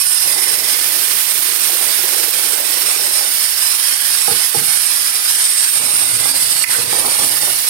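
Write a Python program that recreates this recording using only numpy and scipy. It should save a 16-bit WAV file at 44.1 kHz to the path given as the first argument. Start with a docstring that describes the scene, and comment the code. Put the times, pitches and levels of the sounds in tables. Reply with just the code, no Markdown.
"""Pressure cooker and sizzling rice.

A pressure cooker blows off steam on a gas stove, its valve weight throbbing in the jet.
Beside it water is poured from a plastic jug onto hot, sizzling rice. The jug is set down with two
thumps, then a metal spoon stirs the pot. One sharp clink makes a limiter duck."""
import sys
import numpy as np
from scipy import signal
from scipy.fft import rfft, irfft
from scipy.io import wavfile
from scipy.ndimage import uniform_filter1d, minimum_filter1d

SR = 44100
rng = np.random.default_rng(int(sys.argv[2]) if len(sys.argv) > 2 else 0)


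def waveform_to_disk(signal):
    """Save audio, clipped to [-1, 1], as 16-bit WAV at the path in sys.argv[1]."""
    frames = np.transpose(np.atleast_2d(signal))
    scaled = np.clip(frames, -1, 1) * 32767
    samples = np.round(scaled).astype(np.int16)
    wavfile.write(sys.argv[1], SR, samples)


N = 339510
TIME = np.arange(N) / SR
FREQS = np.maximum(np.arange(N // 2 + 1) * SR / N, 1)


def from_db(db):
    """Decibels to gain."""
    return 10 ** (np.asarray(db) / 20)


def unit_rms(x):
    """Scale to unit power."""
    return x / np.sqrt(np.mean(x ** 2) + 1e-20)


def curves(rows):
    """Each column after the first (time), interpolated at every sample."""
    times_s, *columns = np.transpose(rows)
    return [np.interp(TIME, times_s, column) for column in columns]


def swell(start_s, length_s, attack_s, release_s):
    """Linear rise, hold, exponential release."""
    rise = np.clip((TIME - start_s) / attack_s, 0, 1)
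    return rise * np.exp(-np.clip((TIME - start_s - length_s) / release_s, 0, 20))


def drift(rate_hz):
    """Slow random wander, RMS 1."""
    step, warmup = 40, 2000
    r = np.exp(-2 * np.pi * rate_hz * step / SR)
    noise = rng.standard_normal(N // step + warmup + 2)
    slow = signal.lfilter([1], [1, -2 * r, r * r], noise)[warmup:]
    return np.interp(np.arange(N) / step, np.arange(len(slow)), unit_rms(slow))


def coloured(x, spectrum):
    """Filter by (frequency [Hz], gain [dB]) points."""
    hz, db = np.transpose(spectrum)
    gain = from_db(np.interp(np.log(FREQS), np.log(hz), db))
    return irfft(rfft(x) * gain, N)


def butter(x, order, hz, kind):
    """Butterworth filter."""
    return signal.sosfilt(signal.butter(order, hz, kind, fs=SR, output="sos"), x)


def delayed(x, delay_s):
    """Circular fractional delay."""
    return irfft(rfft(x) * np.exp(-2j * np.pi * FREQS * delay_s), N)


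def ring(clicks, hz, t60_s):
    """One mode: a unit click starts a decaying sine of height 1."""
    r = np.exp(-np.log(1000) / (t60_s * SR))
    w = 2 * np.pi * hz / SR
    return signal.lfilter([0, np.sin(w)], [1, -2 * r * np.cos(w), r * r], clicks + 1e-18)


def struck(clicks, modes):
    """All modes of a body, signs alternating."""
    return sum((-1) ** k * from_db(db) * ring(clicks, hz, t60_s)
               for k, (hz, db, t60_s) in enumerate(modes))


def blows(rows):
    """One click per (time [s], level [dB]) row."""
    out = np.zeros(N)
    for at_s, db in rows:
        out[round(at_s * SR)] += from_db(db)
    return out


def grains(per_s, spread_db):
    """Random clicks of uneven size and sign."""
    sizes = from_db(spread_db * np.minimum(rng.exponential(1, N), 5))
    signs = rng.choice([-1, 1], N)
    return sizes * signs * (rng.random(N) < per_s / SR)


def noise_band(hz, width_hz):
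    """Two independent channels of resonant noise; the centre may move."""
    r = np.exp(-np.pi * width_hz / SR)
    slow = signal.lfilter([1], [1, -2 * r, r * r], rng.standard_normal((2, 2, N)))
    phase = 2 * np.pi * np.cumsum(hz * np.ones(N)) / SR
    return unit_rms(slow[0] * np.cos(phase) + slow[1] * np.sin(phase))


# burner noise: (frequency [Hz], gain [dB])
FLAME_SPECTRUM = [(25, -34), (45, -11), (60, 3), (78, 3), (100, -12), (143, 7.5), (175, -6), (210, -10),
                  (260, 2.5), (450, 5.5), (900, -3), (3000, -44)]


def flame(level_db=-50.0):
    """The gas burners' low, uneven murmur."""
    level = from_db(level_db + 0.64 * drift(6.8))
    return level * unit_rms(coloured(rng.standard_normal(N), FLAME_SPECTRUM))


# frying: (frequency [Hz], gain [dB])
SIZZLE_SPECTRUM = [(30, -60), (500, -26), (2000, -5.5), (5000, -4), (7400, -5.5), (10000, 2), (12200, 4.5),
                   (14000, 3), (16000, -1)]


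def sizzle(fry_db=-22.5, flare_db=-10.5, peak_s=1.22, rise_db_per_s=10, quench_db_per_s=3,
           revived_db=-18.5, revive_at_s=7.1, revive_s=0.16, sputter_db=1.5):
    """Tiny bursts on hot rice flare as water spreads, are quenched, then revive with stirring."""
    since_s = TIME - peak_s
    flare = from_db(flare_db + np.minimum(rise_db_per_s * since_s, -quench_db_per_s * since_s))
    revived = from_db(revived_db) * np.clip((TIME - revive_at_s) / revive_s, 0, 1)
    level = np.sqrt(from_db(fry_db) ** 2 + flare ** 2 + revived ** 2)
    bursts = np.array([grains(per_s=13000, spread_db=2.0) for side in range(2)])
    return level * from_db(sputter_db * drift(19)) * unit_rms(coloured(bursts, SIZZLE_SPECTRUM))


# pockets between rice grains: (frequency [Hz], level [dB], t60 [s])
POCKET_MODES = [(1930, -4, 0.011), (2030, 7, 0.021), (2210, -7, 0.01)]


def slap(level_db=-35):
    """Before a puddle forms, drops burst brightly among the grains."""
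    level = from_db(level_db) * swell(start_s=0.26, length_s=0.46, attack_s=.07, release_s=0.15)
    return level * unit_rms(struck(grains(per_s=360, spread_db=3.0), POCKET_MODES))


POUR_START_S = 0.22


def stream():
    """Flow from the jug, 0 to 1."""
    return swell(POUR_START_S, length_s=3.014, attack_s=0.053, release_s=0.074)


# pot under the stream: (frequency [Hz], gain [dB])
DRUMMING_SPECTRUM = [(40, -20), (70, -29), (110, 6.5), (160, -0.5), (240, 2.5), (400, 12), (900, -20)]


def drumming(level_db=-40.5, cushion_db_per_s=3.0):
    """The stream patters dully on rice and pot floor, softer as the water rises."""
    level = from_db(level_db - cushion_db_per_s * (TIME - POUR_START_S))
    drops = grains(per_s=400, spread_db=1.5)
    return level * stream() * unit_rms(coloured(drops, DRUMMING_SPECTRUM))


# pot's colouring of the bubbles: (frequency [Hz], gain [dB])
BUBBLE_SPECTRUM = [(60, -19), (200, -11.5), (270, -2.5), (400, -0.5), (520, 2.5), (660, 2.5), (850, 5),
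                   (1300, 1)]


def bubbles(gush_db=-34.5, fade_db_per_s=10.5, puddle_db=-36.5, puddle_at_s=1.22, fill_s=0.69,
            t60_cycles=9.9):
    """The stream beats in small bubbles: a first gush dies down, then a puddle forms."""
    gush = from_db(gush_db - fade_db_per_s * (TIME - POUR_START_S))
    puddle = from_db(puddle_db) * np.clip((TIME - puddle_at_s) / fill_s, 0, 1)
    pitches_hz = np.geomspace(350, 1250, 20)
    births = grains(per_s=500, spread_db=3.0)
    pitch_index = rng.integers(0, len(pitches_hz), N)
    ringing = sum(ring(births * (pitch_index == k), hz, t60_cycles / hz)
                  for k, hz in enumerate(pitches_hz))
    return stream() * np.hypot(gush, puddle) * unit_rms(coloured(ringing, BUBBLE_SPECTRUM))


# big bubbles: (time [s], relative level [dB], start frequency [Hz])
GLUGS = [(.272, -16, 540), (1.696, -11, 711), (1.747, -15, 508), (1.807, -11, 750), (1.987, -15, 398),
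         (2.037, -10, 380), (2.201, -12, 460), (2.278, -11, 410), (2.532, -12, 420), (2.599, -10, 553),
         (2.962, -13, 424), (3.148, -12, 553), (3.207, -13, 770)]


def glugs(gain_db=-7.5, chirp_per_s=2.2, attack_s=0.0024, decay_s=0.0071):
    """Big bubbles ring under the stream, rising in pitch."""
    out = np.zeros(N)
    age_s = TIME[:SR // 8]
    envelope = (1 - np.exp(-age_s / attack_s)) * np.exp(-age_s / decay_s)
    for at_s, db, hz in GLUGS:
        start = round(at_s * SR)
        phase = 2 * np.pi * hz * age_s * (1 + chirp_per_s * age_s)
        out[start:start + len(age_s)] += from_db(db + gain_db) * envelope * np.sin(phase)
    return out


# jug contacts, two per thump: (time [s], level [dB], cutoff [Hz], rattle decay [s])
JUG_CONTACTS = [(4.276, -20, 2500, 0.004), (4.308, -23, 600, 0.019), (4.542, -26, 3000, 0.011),
                (4.555, -22, 130, 0.079)]
# jug on worktop: (frequency [Hz], level [dB], t60 [s])
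JUG_MODES = [(100, -11, 0.23), (148.5, -6, 0.23), (204, -7.5, 0.27), (287, -15, 0.29), (353, -7, .2),
             (420, 2, 0.067), (479, 0, 0.14), (711, -1, 0.12), (793, 2, 0.086), (852, 2, .08),
             (935, -14, .12), (1258, -2, 0.12), (1750, -10, .04)]


def jug(rattle_gain=0.052, highpass_hz=85):
    """Soft contacts and a rattle of the base ring jug and worktop."""
    force = np.zeros(N)
    for at_s, db, cutoff_hz, rattle_s in JUG_CONTACTS:
        decay = (TIME > at_s) * np.exp(-np.abs(TIME - at_s) / rattle_s)
        rattle = from_db(db) * rattle_gain * decay * rng.standard_normal(N)
        force += butter(blows([(at_s, db)]) + rattle + 1e-18, 1, cutoff_hz, "low")
    return butter(struck(force, JUG_MODES), 2, highpass_hz, "high")


# spoon strokes: (time [s], length [s], rice level [dB], scrape level [dB])
STROKES = [(5.743, 0.29, -41, -37), (6.107, 0.14, -38.5, -46), (6.195, 0.15, -40, -36),
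           (6.763, 0.072, -32, -44), (6.917, 0.17, -40, -27.5), (7.175, 0.076, -35, -27.5),
           (7.404, 0.087, -40, -33)]
# shoved wet rice: (frequency [Hz], gain [dB])
RICE_SPECTRUM = [(40, -19), (70, -18), (110, 5.5), (170, -3), (260, -2.5), (400, -8), (900, -22)]
# spoon against pot: (time [s], level [dB])
KNOCKS = [(6.254, -22.5), (6.783, -32), (6.927, -21), (7.041, -26), (7.186, -26), (7.233, -27)]
# pot damped by its filling: (frequency [Hz], level [dB], t60 [s])
POT_MODES = [(237, -19.5, 0.26), (384, -5, 0.04), (464, -7, 0.06), (577, 0, 0.034), (720, -3.5, 0.071),
             (830, -2.5, 0.066), (944, 2, 0.026), (1170, 5, 0.013)]


def stirring(drag_db=-42.5, attack_s=0.006, release_s=0.1):
    """The spoon shoves wet rice, scrapes and knocks the pot, and drags between strokes."""
    first_s = STROKES[0][0]
    end_s = STROKES[-1][0] + STROKES[-1][1]
    shove = press = from_db(drag_db) * swell(first_s, end_s - first_s, attack_s, release_s)
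    for at_s, length_s, rice_db, scrape_db in STROKES:
        effort = swell(at_s, length_s, attack_s, release_s)
        shove = np.maximum(shove, from_db(rice_db) * effort)
        press = np.maximum(press, from_db(scrape_db) * effort)
    rice = shove * unit_rms(coloured(grains(per_s=610, spread_db=3.0), RICE_SPECTRUM))
    scrape = press * unit_rms(struck(grains(per_s=310, spread_db=2.5), POT_MODES))
    return rice + scrape + struck(blows(KNOCKS), POT_MODES)


# pot hums: (time [s], length [s], frequency [Hz], level [dB])
HUMS = [(5.764, .14, 248.7, -46), (6.245, 0.071, 255, -41.5), (6.735, 0.29, 472, -38),
        (7.203, 0.042, 262, -32.5)]


def hum(width_hz=62, attack_s=0.024, release_s=0.025):
    """Friction of the dragged spoon briefly sustains one mode of the pot."""
    return sum(from_db(db) * swell(at_s, length_s, attack_s, release_s) * noise_band(hz, width_hz)[0]
               for at_s, length_s, hz, db in HUMS)


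# edge contacts of the one clink: (time [s], level [dB])
CLINK_HITS = [(6.639, -4), (6.643, 4)]
# spoon: (frequency [Hz], level [dB], t60 [s])
SPOON_MODES = [(950, -15, .02), (1750, -8, .015), (2067, 0, .02), (2480, -5, .015), (2837, -13, .02)]


def clink(highpass_hz=600, crack_db=-3.0, crack_s=0.0023):
    """The spoon's edge cracks on bare metal; so small a body radiates no bass."""
    hits = blows(CLINK_HITS)
    age_s = TIME[:SR // 50]
    burst = rng.standard_normal(len(age_s)) * np.exp(-age_s / crack_s)
    crack = from_db(crack_db) * signal.fftconvolve(hits, burst)[:N]
    return butter(struck(hits, SPOON_MODES) + crack, 2, highpass_hz, "high")


def skid(start_s=6.68, length_s=.07, attack_s=.04, release_s=.015,
         start_hz=2000, fall_hz_per_s=6000, level_db=-25.5, rough_db=2.0):
    """After the clink the edge skids on: a rough squeak, falling as it slows."""
    hz = start_hz - fall_hz_per_s * np.clip(TIME - start_s, 0, length_s + release_s)
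    effort = swell(start_s, length_s, attack_s, release_s)
    return effort * from_db(level_db + rough_db * drift(90)) * noise_band(hz, width_hz=700)[0]


RIGHT_LAG_S = .00041
# left-side shading of the kitchen sounds: (frequency [Hz], gain [dB])
KITCHEN_SHADE = [(60, -24), (250, -22.5), (500, -19.5), (1000, -15), (3000, -19)]


def kitchen(x, t60_s=0.25, room_db=-7.0, gain_db=4.5):
    """Direct sound plus a short tiled-room tail; left shaded, right late."""
    age_s = TIME[:SR // 2]
    decay = np.exp(-np.log(1000) * age_s / t60_s) * (age_s > .004)
    tails = rng.standard_normal((2, len(age_s))) * decay
    wet = [from_db(room_db) * signal.fftconvolve(x, tail / np.linalg.norm(tail))[:N] for tail in tails]
    left = coloured(x + wet[0], KITCHEN_SHADE)
    right = delayed(x, RIGHT_LAG_S) + wet[1]
    return from_db(gain_db) * np.array([left, right])


# reflections of the jet: (time [s], strength [ratio])
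BOUNCES = [(0, 0.89), (1.5, 0.1), (3, 0.6), (4.4, 0.66), (7.7, 0.67)]


def among_pots(x, shortest_s=.0006, longest_s=.007, change_hz=4.53, count=24):
    """Short bounces off pots and hands shift as the listener moves, mottling the treble."""
    strength, = curves(BOUNCES)
    delays_s = np.geomspace(shortest_s, longest_s, count) * rng.uniform(.93, 1.07, count)
    treble = butter(x, 1, 2000, "high")
    echoes = sum(drift(change_hz) * np.roll(treble, round(s * SR)) for s in delays_s) / np.sqrt(count)
    return (x + strength * echoes) / np.sqrt(1 + strength ** 2)


# bearing of the hiss: (time [s], relative left gain [dB])
HISS_PAN = [(0, -11), (.7, -8.5), (1.5, -10.5), (2.7, -9), (3.3, -7.5), (4.75, -10), (5.35, -5), (5.8, -7),
            (7.7, -6.5)]
# left-side shading of the hiss: (frequency [Hz], gain [dB])
HISS_SHADE = [(200, -28), (700, -4.5), (1200, 2), (2000, -3), (3000, -0.5), (5300, -1), (6200, 0.5),
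              (7000, 6.5), (7700, -14), (8300, -6), (9100, 9), (10500, -0.5), (12500, 0), (16000, 0)]


def place_hiss(pair, left_db=-2.96, correlation=.33):
    """The hiss reaches the left side first, but shaded and mostly scattered."""
    direct, scattered = pair
    pan_db, = curves(HISS_PAN)
    blend = correlation * direct + np.sqrt(1 - correlation ** 2) * scattered
    left = from_db(pan_db + left_db) * coloured(blend, HISS_SHADE)
    return np.array([left, delayed(direct, RIGHT_LAG_S)])


# rocking of the valve weight: (time [s], rate [Hz], relative depth [dB])
ROCKING = [(0, 19.4, 3), (.45, 19.4, 4.2), (.8, 19.4, 1.7), (1.9, 19.3, 1.4), (3.7, 23.4, 1.5),
           (6.3, 18.9, 1.3), (7.3, 22.5, 2.6), (7.7, 22, 1.5)]
# jolts of the weight: (time [s], opening change [dB])
JOLTS = [(.04, -4.5), (1.41, -5), (2.84, 0.5), (4.51, -4.5), (5.40, 2.5), (5.55, -3), (5.71, -3.5),
         (6.17, -3.5), (6.86, -2.5), (7.40, -4.5)]


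def valve_opening(flutter_db=0.1, wander_db=1.29, jolt_s=0.016):
    """The weight rocks on its nozzle, shivers, and now and then jolts."""
    rate_hz, depth_db = curves(ROCKING)
    rock = -np.cos(2 * np.pi * np.cumsum(rate_hz) / SR)
    rock_db = depth_db * rock * (0.52 + 0.13 * drift(12))
    shiver_db = flutter_db * drift(48) + wander_db * drift(12)
    jolt_db = sum(db * np.exp(-((TIME - at_s) / jolt_s) ** 2) for at_s, db in JOLTS)
    return from_db(rock_db + shiver_db + jolt_db)


# steam jet: (frequency [Hz], gain [dB])
RUSH_SPECTRUM = [(30, -50), (100, -22), (300, -16), (600, -11.5), (1000, -4.5), (1500, -2), (2050, -1),
                 (2600, -2), (4000, 0), (5800, -1.5), (7400, -7.5), (9000, -10), (16000, -51.5)]
# low, middle, upper and top valve resonances: (frequency [Hz], width [Hz], throb [exponent])
WHISTLES = [(4650, 860, 0.92), (5280, 620, 1.67), (8730, 1100, 1.16), (10765, 2260, 1.16)]
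# middle whistle: (time [s], level [dB])
MIDDLE_LEVELS = [(0, -18), (.45, -23), (.9, -25.5), (1.9, -28.5), (2.2, -24.5), (2.8, -26.5), (3.05, -19.5),
                 (3.6, -22), (4.5, -26), (5.35, -23), (6.0, -25.5), (6.7, -31.5), (7.7, -24)]
# treble whistles: (time [s], upper level [dB], top level [dB])
TREBLE_LEVELS = [(0, -13.5, -13), (.2, -13.5, -13.5), (.6, -18, -17.5), (1.4, -16, -19.5),
                 (1.9, -18, -18.5), (2.7, -16.5, -20.5), (3.1, -15.5, -18), (4.1, -17, -16),
                 (4.8, -16, -14.5), (5.15, -18.5, -16), (5.4, -13, -17), (6.1, -13, -15.5), (6.8, -16, -16),
                 (7.7, -16, -15.5)]


def steam(rush_db=-18, low_start_db=-35, growth_db_per_s=1.01, jump_db=8, flutter_db=1.03, waver=.009):
    """Steady pressure drives a broad rush and breathy whistles, all throbbing with the valve."""
    jump = swell(start_s=6.22, length_s=0.31, attack_s=0.079, release_s=0.17)
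    low_db = low_start_db + growth_db_per_s * TIME + jump_db * jump
    levels_db = [low_db] + curves(MIDDLE_LEVELS) + curves(TREBLE_LEVELS)
    opening = valve_opening()
    out = opening * from_db(rush_db) * unit_rms(coloured(rng.standard_normal((2, N)), RUSH_SPECTRUM))
    for level_db, (hz, width_hz, throb) in zip(levels_db, WHISTLES):
        strength = opening ** throb * from_db(level_db + flutter_db * drift(15))
        out += strength * noise_band(hz * (1 + waver * drift(5)), width_hz)
    return out


def scene():
    """The hiss throbs over the work at the pot."""
    jet = np.array([among_pots(side) for side in steam()])
    water = slap() + bubbles() + glugs() + drumming()
    hiss = place_hiss(jet + sizzle())
    thumps = jug()
    spoon = stirring() + hum() + clink() + skid()
    return hiss + kitchen(water + thumps + spoon + flame())


def record(dry, ceiling_db=0.0, release_db_per_s=230, smooth_samples=45, cutoff_hz=15800):
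    """A fast limiter ducks both channels on peaks; a steep low-pass follows."""
    peak_db = 20 * np.log10(np.abs(dry).max(axis=0) + 1e-9)
    over_db = np.maximum(peak_db - ceiling_db, 0)
    recovery_db = release_db_per_s * TIME
    duck_db = np.maximum.accumulate(over_db + recovery_db) - recovery_db
    gain = uniform_filter1d(minimum_filter1d(from_db(-duck_db), smooth_samples), smooth_samples)
    lowpass = signal.ellip(12, .1, 70, cutoff_hz, fs=SR, output="sos")
    return np.clip(signal.sosfilt(lowpass, gain * dry), -1, 1)


dry = scene()
out = record(dry)
waveform_to_disk(out)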